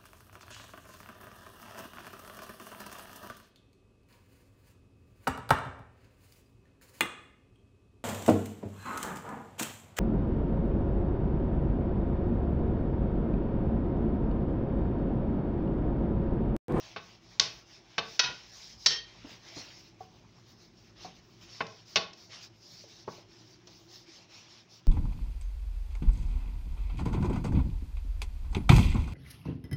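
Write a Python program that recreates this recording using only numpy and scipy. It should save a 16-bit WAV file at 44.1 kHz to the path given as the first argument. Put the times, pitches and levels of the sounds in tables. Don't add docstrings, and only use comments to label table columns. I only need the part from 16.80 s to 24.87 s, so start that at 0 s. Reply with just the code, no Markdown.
import sys
import numpy as np
from scipy import signal
from scipy.fft import rfft, irfft, next_fast_len
from scipy.io import wavfile
from scipy.ndimage import uniform_filter1d, map_coordinates

SR = 44100
rng = np.random.default_rng(int(sys.argv[2]) if len(sys.argv) > 2 else 0)


def transcribe(u):
    v = np.clip(np.atleast_2d(u).T, -1, 1)
    q = np.round(v * 32767).astype(np.int16)
    wavfile.write(sys.argv[1], SR, q)


def ratio_of_db(decibels):
    return 10 ** (np.asarray(decibels, float) / 20)


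N = 355887


def unit(x):
    return x / np.sqrt(np.mean(x ** 2) + 1e-20)


def along(points, hz):
    f, v = np.transpose(points)
    return np.interp(np.log(hz + 1), np.log(f + 1), v)


def wobble(rate_hz):
    knots = rng.standard_normal(int(N * rate_hz / SR) + 4)
    return map_coordinates(knots, [np.arange(N) * rate_hz / SR])


def filtered(x, response):
    m = next_fast_len(len(x) + 8192)
    return irfft(rfft(x, m) * response(np.fft.rfftfreq(m, 1 / SR)), m)[:len(x)]


def contact_lowpass(hz, edge_hz, damping):
    return (1 + 1j * damping * hz / edge_hz - (hz / edge_hz) ** 2) ** -2


def blurred_sine(hz, t, blur):
    return np.sin(2 * np.pi * hz * t + blur * np.cumsum(rng.standard_normal(len(t))))


def scrape(spectrum, grit_db, patchy_db):
    grains = rng.standard_normal(N) * ratio_of_db(grit_db * wobble(1000))
    z = signal.stft(grains, nperseg=512)[2]
    patches = uniform_filter1d(rng.standard_normal(z.shape), size=6, axis=0)
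    patches = unit(uniform_filter1d(patches, size=8, axis=1))
    x = signal.istft(z * ratio_of_db(patchy_db * patches), nperseg=512)[1][:N]
    low_end, high_end = (spectrum[0][0] * .9, -60), (spectrum[-1][0] * 1.05, -60)
    closed = [low_end, *spectrum, high_end]
    return unit(filtered(x, lambda hz: ratio_of_db(along(closed, hz))))


def rubbing():
    flour_gain, dough_gain, skin_gain = strokes()
    return sliding(flour_gain, dough_gain, skin_gain) + pin_body(dough_gain)


def strokes():
    # (start [s], length [s], flour hiss [dB], dough drag over hiss [dB], skin sheen over hiss [dB])
    first_rolling = [
        (-0.14, 0.35, -56.0, -4.5, -29),
        (0.16, 0.25, -61, -6, -26.0),
        (0.395, 0.24, -62.5, -7.5, -26.5),
        (0.598, 0.26, -59, -4.5, -21),
        (0.841, 0.19, -59.5, -8, -29.5),
        (1.008, 0.35, -66, -1, -27.0),
        (1.216, 0.2, -51.5, -11.5, -26.0),
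        (1.424, 0.3, -57, -6.5, -30),
        (1.64, 0.37, -52.5, -12, -25.5),
        (1.966, 0.22, -52.5, -15.5, -24.5),
    ]
    handling = [(2.194, 0.35, -64, -1, -32), (2.444, .16, -55.5, -6.5, -22),
                (2.573, 0.44, -54.5, -6, -26.5), (2.741, 0.096, -49, -17, -35),
                (2.86, 0.28, -60, -10.5, -22.5), (3.187, .1, -65.5, -7, -20), (3.272, 0.19, -72, -8, -23),
                (3.542, .144, -71, -12, -21), (3.646, .13, -64.5, -13.5, -17),
                (3.741, .17, -65.5, -16, -20), (3.94, 0.21, -67, -11, -21.5),
                (4.15, 0.21, -57.5, -5.5, -28), (4.33, 0.084, -63, -9, -24), (4.412, 0.27, -70, -12, -18)]
    second_rolling = [(4.601, 0.083, -60.5, -6, -21), (4.646, 0.23, -54.0, -10, -31),
                      (4.84, 0.23, -62.5, -6, -26.5), (5.044, 0.16, -55, -13.5, -23),
                      (5.341, 0.2, -60, -16, -24), (5.49, 0.15, -51.5, -6.5, -38),
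                      (5.597, 0.097, -53.5, -10.5, -25.5), (5.729, 0.14, -69.5, -20, -18),
                      (5.79, 0.31, -54.5, -16.5, -23.5), (6.056, 0.21, -56.0, -13, -28.0),
                      (6.251, 0.2, -57.5, -10, -22), (6.467, 0.22, -61.5, -9, -27.5),
                      (6.633, 0.157, -60.0, -12.5, -23.5), (6.848, 0.27, -62, -16, -19),
                      (7.066, 0.2, -56, -15.5, -23.5), (7.254, 0.219, -56.5, -9.5, -30.5),
                      (7.48, 0.204, -56.5, -6.5, -29), (7.63, 0.22, -58.5, -8, -32.5),
                      (7.882, 0.14, -59.5, -16.5, -21)]
    # (flour hiss [dB], dough drag [dB], skin sheen [dB])
    resting_db = (-76, -78, -100)
    rows = np.vstack([first_rolling, handling, second_rolling])
    start_s, length_s, hiss_db, drag_db, sheen_db = rows.T[:, :, None]
    t = np.arange(0, N + 64, 64) / SR
    phase = np.clip((t - start_s) / length_s, 0, 1) ** 0.9
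    speed = np.abs(np.sin(np.pi * phase))
    layers = [(hiss_db, 1.07), (hiss_db + drag_db, 0.73), (hiss_db + sheen_db, 1.17)]
    gains = []
    for (level_db, speed_power), rest_db in zip(layers, resting_db):
        moving = np.linalg.norm(ratio_of_db(level_db) * speed ** speed_power, axis=0)
        gains.append(np.interp(np.arange(N) / SR, t, np.hypot(moving, ratio_of_db(rest_db))))
    return gains


def sliding(flour_gain, dough_gain, skin_gain):
    # (frequency [Hz], density [dB per Hz])
    flour_spectrum = [(2000, -40.5), (3400, -10), (3700, -6), (4090, -4), (4770, -1), (5350, 2.5),
                      (6750, -10), (8040, -29.5), (12000, -36), (15600, -67), (22000, -120)]
    dough_spectrum = [(600, -1), (1000, -5.5), (1600, -2.5), (2400, 2.5), (3800, 0), (4600, -6.5)]
    skin_spectrum = [(5290, -38.5), (9000, -9.5), (11900, -13), (12900, -7.5), (14100, -1), (15100, 4.5),
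                     (15900, 2.5)]
    hiss = ratio_of_db(1.5) * flour_gain * scrape(flour_spectrum, grit_db=0.5, patchy_db=2.23)
    drag = ratio_of_db(5.5) * dough_gain * scrape(dough_spectrum, grit_db=1.5, patchy_db=2.5)
    sheen = ratio_of_db(3.0) * skin_gain * scrape(skin_spectrum, grit_db=1.5, patchy_db=4.0)
    return ratio_of_db(1.1 * wobble(25)) * (hiss + drag + sheen)


def pin_body(dough_gain):
    # (frequency [Hz], density [dB per Hz])
    body_spectrum = [(250, -40.5), (420, -7.5), (579, -3.5), (1110, -5.5), (1700, -18.5), (2210, -42.5),
                     (3740, -120)]
    rest_db, over_drag_db = -72, -3.5
    gain = np.hypot(ratio_of_db(rest_db), ratio_of_db(over_drag_db) * dough_gain)
    return gain * scrape(body_spectrum, grit_db=-1.5, patchy_db=2.75)


def knocks():
    # (time [s], peak [dB], hardness [dB], ring [dB], chatter [s])
    pin_knocks = [
        (.1612, -25, -14, -6.5, 0.081),
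        (.5968, -4.5, 2.5, -31, 0.0081),
        (.5999, -2, 10.5, -32, 0.0021),
        (1.1802, -13.5, -8, -10.5, 0.043),
        (4.8052, -13.5, -17.5, -10, 0.047),
        (4.8665, -37, 7, -22, 0.016),
        (5.1584, -7, -3, -16.5, 0.023),
        (5.1675, -10, -7.5, -19.5, 0.035),
        (6.2772, -13, -32.5, -12, 0.046),
        (8.0691, -30.5, -9.5, 3.5, .02),
    ]
    # (frequency [Hz], level [dB], t60 [s])
    pin_modes = [(171.3, -18, 0.34), (449.6, -7.5, 0.18), (598, -12, 0.12), (665.6, -2.5, 0.098),
                 (823, -9, 0.16), (1102.5, 0, 0.12), (1520, 1, 0.057), (2140, -4, 0.055),
                 (2585, -1.5, 0.076), (3073, -5, 0.055), (3685, -5, 0.089), (4480, -7, .06),
                 (5200, -11, 0.04)]
    return strikes(pin_knocks, pin_modes, thin=0.24, blur=0.073, late=0.3, room_db=-11)


def tip_clacks():
    # (time [s], peak [dB], hardness [dB], ring [dB], chatter [s])
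    down_clacks = [
        (1.3932, -4.5, -3, -24, 0.026),
        (5.3322, -37.5, 7, -36, 0.015),
        (6.8712, -40.5, 13, -34, 0.03),
    ]
    # (frequency [Hz], level [dB], t60 [s])
    tip_modes = [(455, -9, .12), (982, 0, .15), (1430, -1, 0.27), (1505, -2, .2), (1926, -1, 0.25),
                 (2555, 1, 0.2), (3170, -2, 0.16), (3790, 0, 0.16), (4480, -2.5, 0.18), (5305, -2.5, 0.17),
                 (5960, 1, .17)]
    return strikes(down_clacks, tip_modes, thin=0.287, blur=0.041, late=1.9, room_db=-9)


def lifted_clacks():
    # (time [s], peak [dB], hardness [dB], ring [dB], chatter [s])
    raised_clacks = [
        (2.0606, -5, 6, -29, 0.013),
        (2.0636, -8, 7, -27.5, 0.022),
    ]
    # (frequency [Hz], level [dB], t60 [s])
    raised_modes = [(446, 1.5, 0.047), (722, -10, 0.068), (1044, -2.5, 0.076), (1868, 4.5, .16),
                    (3180, 3, .2), (3980, -1, 0.15), (4460, 1, 0.18), (5430, 0.5, .18), (6100, -1.5, .15)]
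    return strikes(raised_clacks, raised_modes, thin=0.24, blur=0.045, late=1.1, room_db=-10.5)


def strikes(rows, modes, thin, blur, late, room_db):
    out, t = np.zeros(N + SR), np.arange(SR // 2) / SR
    for time_s, peak_db, hard_db, ring_db, chatter_s in rows:
        edge_hz = 7000 * ratio_of_db(hard_db / 2)

        def dull(hz):
            return contact_lowpass(hz, edge_hz, damping=1.5)

        def radiated(hz):
            return dull(hz) * 1j * hz / (thin * edge_hz + 1j * hz)

        bounces = rng.standard_normal(len(t)) * ratio_of_db(3.5 * rng.standard_normal(len(t)))
        chatter = 0.5 * bounces * ratio_of_db(-60 * (t / chatter_s) ** 1.91)
        grip = ratio_of_db(min(hard_db, 0) * 0.2)
        ring = np.zeros(len(t))
        for hz, level_db, t60_s in modes:
            decay = ratio_of_db(level_db + rng.normal(0, 0.55) - 60 * t / (grip * t60_s))
            ring += decay * blurred_sine(hz, t, blur)
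        ring = filtered(ratio_of_db(ring_db) * ring * (1 - np.exp(-t / 0.001)), dull)
        snap = filtered(np.linalg.norm(chatter) * (t == 0), radiated)
        room_gain = ratio_of_db(room_db + 0.3 * max(hard_db, -12))
        room = room_gain * kitchen(snap + 1.44 * ring, late)
        hit = filtered(chatter, radiated) + ring + room
        out[round(time_s * SR):][:len(t)] += ratio_of_db(peak_db + 4.5) * hit
    return out[:N]


def pats():
    # (time [s], peak [dB], pitch [Hz], t60 [s],
    # puff [dB])
    pats_and_thuds = [(1.488, -45.5, 256, 0.046, 2.5), (2.445, -40, 288, 0.073, -9.5),
                      (2.511, -46, 204, 0.059, -11), (2.765, -43.5, 293, 0.09, -0.5),
                      (3.206, -33.5, 742, 0.07, -19), (3.66, -61, 340.7, 0.07, -5),
                      (4.246, -36.5, 741, 0.1, -9), (6.039, -40.5, 562, 0.032, -20),
                      (6.38, -48.5, 600, 0.067, -7), (6.871, -51.5, 353, 0.092, -2.5),
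                      (.62, -49, 119.3, .4, -20), (1.44, -48, 140, .2, -14), (2.08, -50, 150, 0.19, -15),
                      (4.27, -52, 171, 0.23, -15), (4.82, -48, 170, 0.26, -14)]
    out, t = np.zeros(N + SR), np.arange(SR // 2) / SR
    for time_s, peak_db, hz, t60_s, puff_db in pats_and_thuds:
        note = blurred_sine(hz, t, blur=0.014) + 0.17 * blurred_sine(1.52 * hz, t, blur=0.019)
        note = note * ratio_of_db(-60 * t / t60_s)
        counter = 0.16 * blurred_sine(445, t, blur=0.014) * ratio_of_db(-60 * t / 0.19)
        puff = filtered(4 * rng.standard_normal(len(t)), lambda f: contact_lowpass(f, 1100, damping=1.4))
        puff = puff * ratio_of_db(-60 * t / 0.21)
        blow = (note + counter + ratio_of_db(puff_db) * puff) * (1 - np.exp(-t / 0.0018))
        heard = blow + ratio_of_db(-17.5) * kitchen(blow, late=0.22)
        out[round(time_s * SR):][:len(t)] += ratio_of_db(peak_db + 8.5) * heard
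    return out[:N]


def kitchen(x, late):
    # (frequency [Hz], t60 [s])
    room_t60 = [(200, 0.45), (1000, 0.32), (3000, 0.33), (6000, 0.27), (7300, 0.21), (8600, 0.24),
                (16000, 0.11)]
    hz, t, z = signal.stft(rng.standard_normal(SR // 2), SR, nperseg=256)
    far_wall = 1 + late * np.clip((t - 0.035) / 0.01, 0, 1)
    build = (1 - np.exp(-t / 0.0049)) * far_wall
    decay = ratio_of_db(-60 * t / along(room_t60, hz)[:, None])
    tail = signal.istft(z * decay * build, SR, nperseg=256)[1]
    return signal.fftconvolve(x, tail / np.linalg.norm(tail))[:len(x)]


def microphone(x):
    # (frequency [Hz], gain [dB])
    mic_response = [(40, -15), (100, -4), (500, -8), (2000, -6.5), (4000, 0), (5500, 3.5), (6500, -4.5),
                    (7500, -19), (9500, -37), (16000, -46.5)]
    size = 2048
    gain = ratio_of_db(along(mic_response, np.fft.rfftfreq(size, 1 / SR)))
    cepstrum = irfft(np.log(gain), size)
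    cepstrum[1:size // 2] *= 2
    cepstrum[size // 2 + 1:] = 0
    impulse = irfft(np.exp(rfft(cepstrum)), size)
    return signal.fftconvolve(x, impulse)[:N]


def leaning():
    # (time [s], handling rumble [dB], counter drone [dB])
    lean = [(0, -74, -70.5), (.75, -68, -68.5), (1.0, -77.5, -66), (1.7, -69, -72), (2.5, -63.5, -68),
            (2.8, -75, -66.5), (3.3, -67, -70.5), (3.8, -77.5, -69), (4.2, -67.5, -68), (5.0, -76, -70),
            (5.4, -79, -67.5), (6.1, -76, -71.5), (6.45, -79, -63.5), (7.1, -76.5, -64.5),
            (7.5, -80, -68.5), (8.07, -84, -72)]
    # (frequency [Hz], density [dB per Hz])
    rumble_spectrum = [(25, -30), (40, -5), (50, 6.5), (80, -12), (100, -28)]
    drone_spectrum = [(290, -10.5), (340, 1), (400, -13)]
    time_s, rumble_db, drone_db = np.transpose(lean)
    t = np.arange(N) / SR
    rumble = ratio_of_db(np.interp(t, time_s, rumble_db)) * scrape(rumble_spectrum, grit_db=-2.5, patchy_db=0.1)
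    drone = ratio_of_db(np.interp(t, time_s, drone_db)) * scrape(drone_spectrum, grit_db=-4.5, patchy_db=1.5)
    return rumble + drone


def hum():
    # (frequency [Hz], width [Hz], level [dB])
    room_modes = [(110.6, 13, 5.5), (178.8, 8.5, 1.5), (224, 21, -3.5), (400, 62, -10.5)]

    def resonances(f):
        total = 0
        for k, (center_hz, width_hz, db) in enumerate(room_modes):
            damping = 1j * f * width_hz
            total = total + (-1) ** k * ratio_of_db(db) * damping / (center_hz ** 2 - f * f + damping)
        return total

    level_db = -62 + 1.3 * wobble(1.26) + 0.5 * wobble(8.7)
    return ratio_of_db(level_db) * unit(filtered(rng.standard_normal(N), resonances))


def quiet_air():
    # (frequency [Hz], density [dB per Hz])
    air_spectrum = [(260, -33.5), (450, -0.5), (879, -4), (1720, -4), (4080, -7.5), (5410, -3.5),
                    (6370, -7.5), (8210, -26), (13400, -52), (15800, -22)]
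    return ratio_of_db(-66.5 - 4.0) * scrape(air_spectrum, grit_db=2.5, patchy_db=-2.0)


def scene():
    top_hz = 15790
    noises = filtered(rubbing() + leaning() + quiet_air(), lambda hz: hz < top_hz)
    contacts = knocks() + tip_clacks() + lifted_clacks() + pats()
    return (noises + microphone(contacts) + hum())[None]


def top_cut(x):
    return signal.sosfilt(signal.butter(12, 16970, fs=SR, output="sos"), x)


def record(dry):
    return top_cut(dry)


dry = scene()
out = record(dry)
transcribe(out)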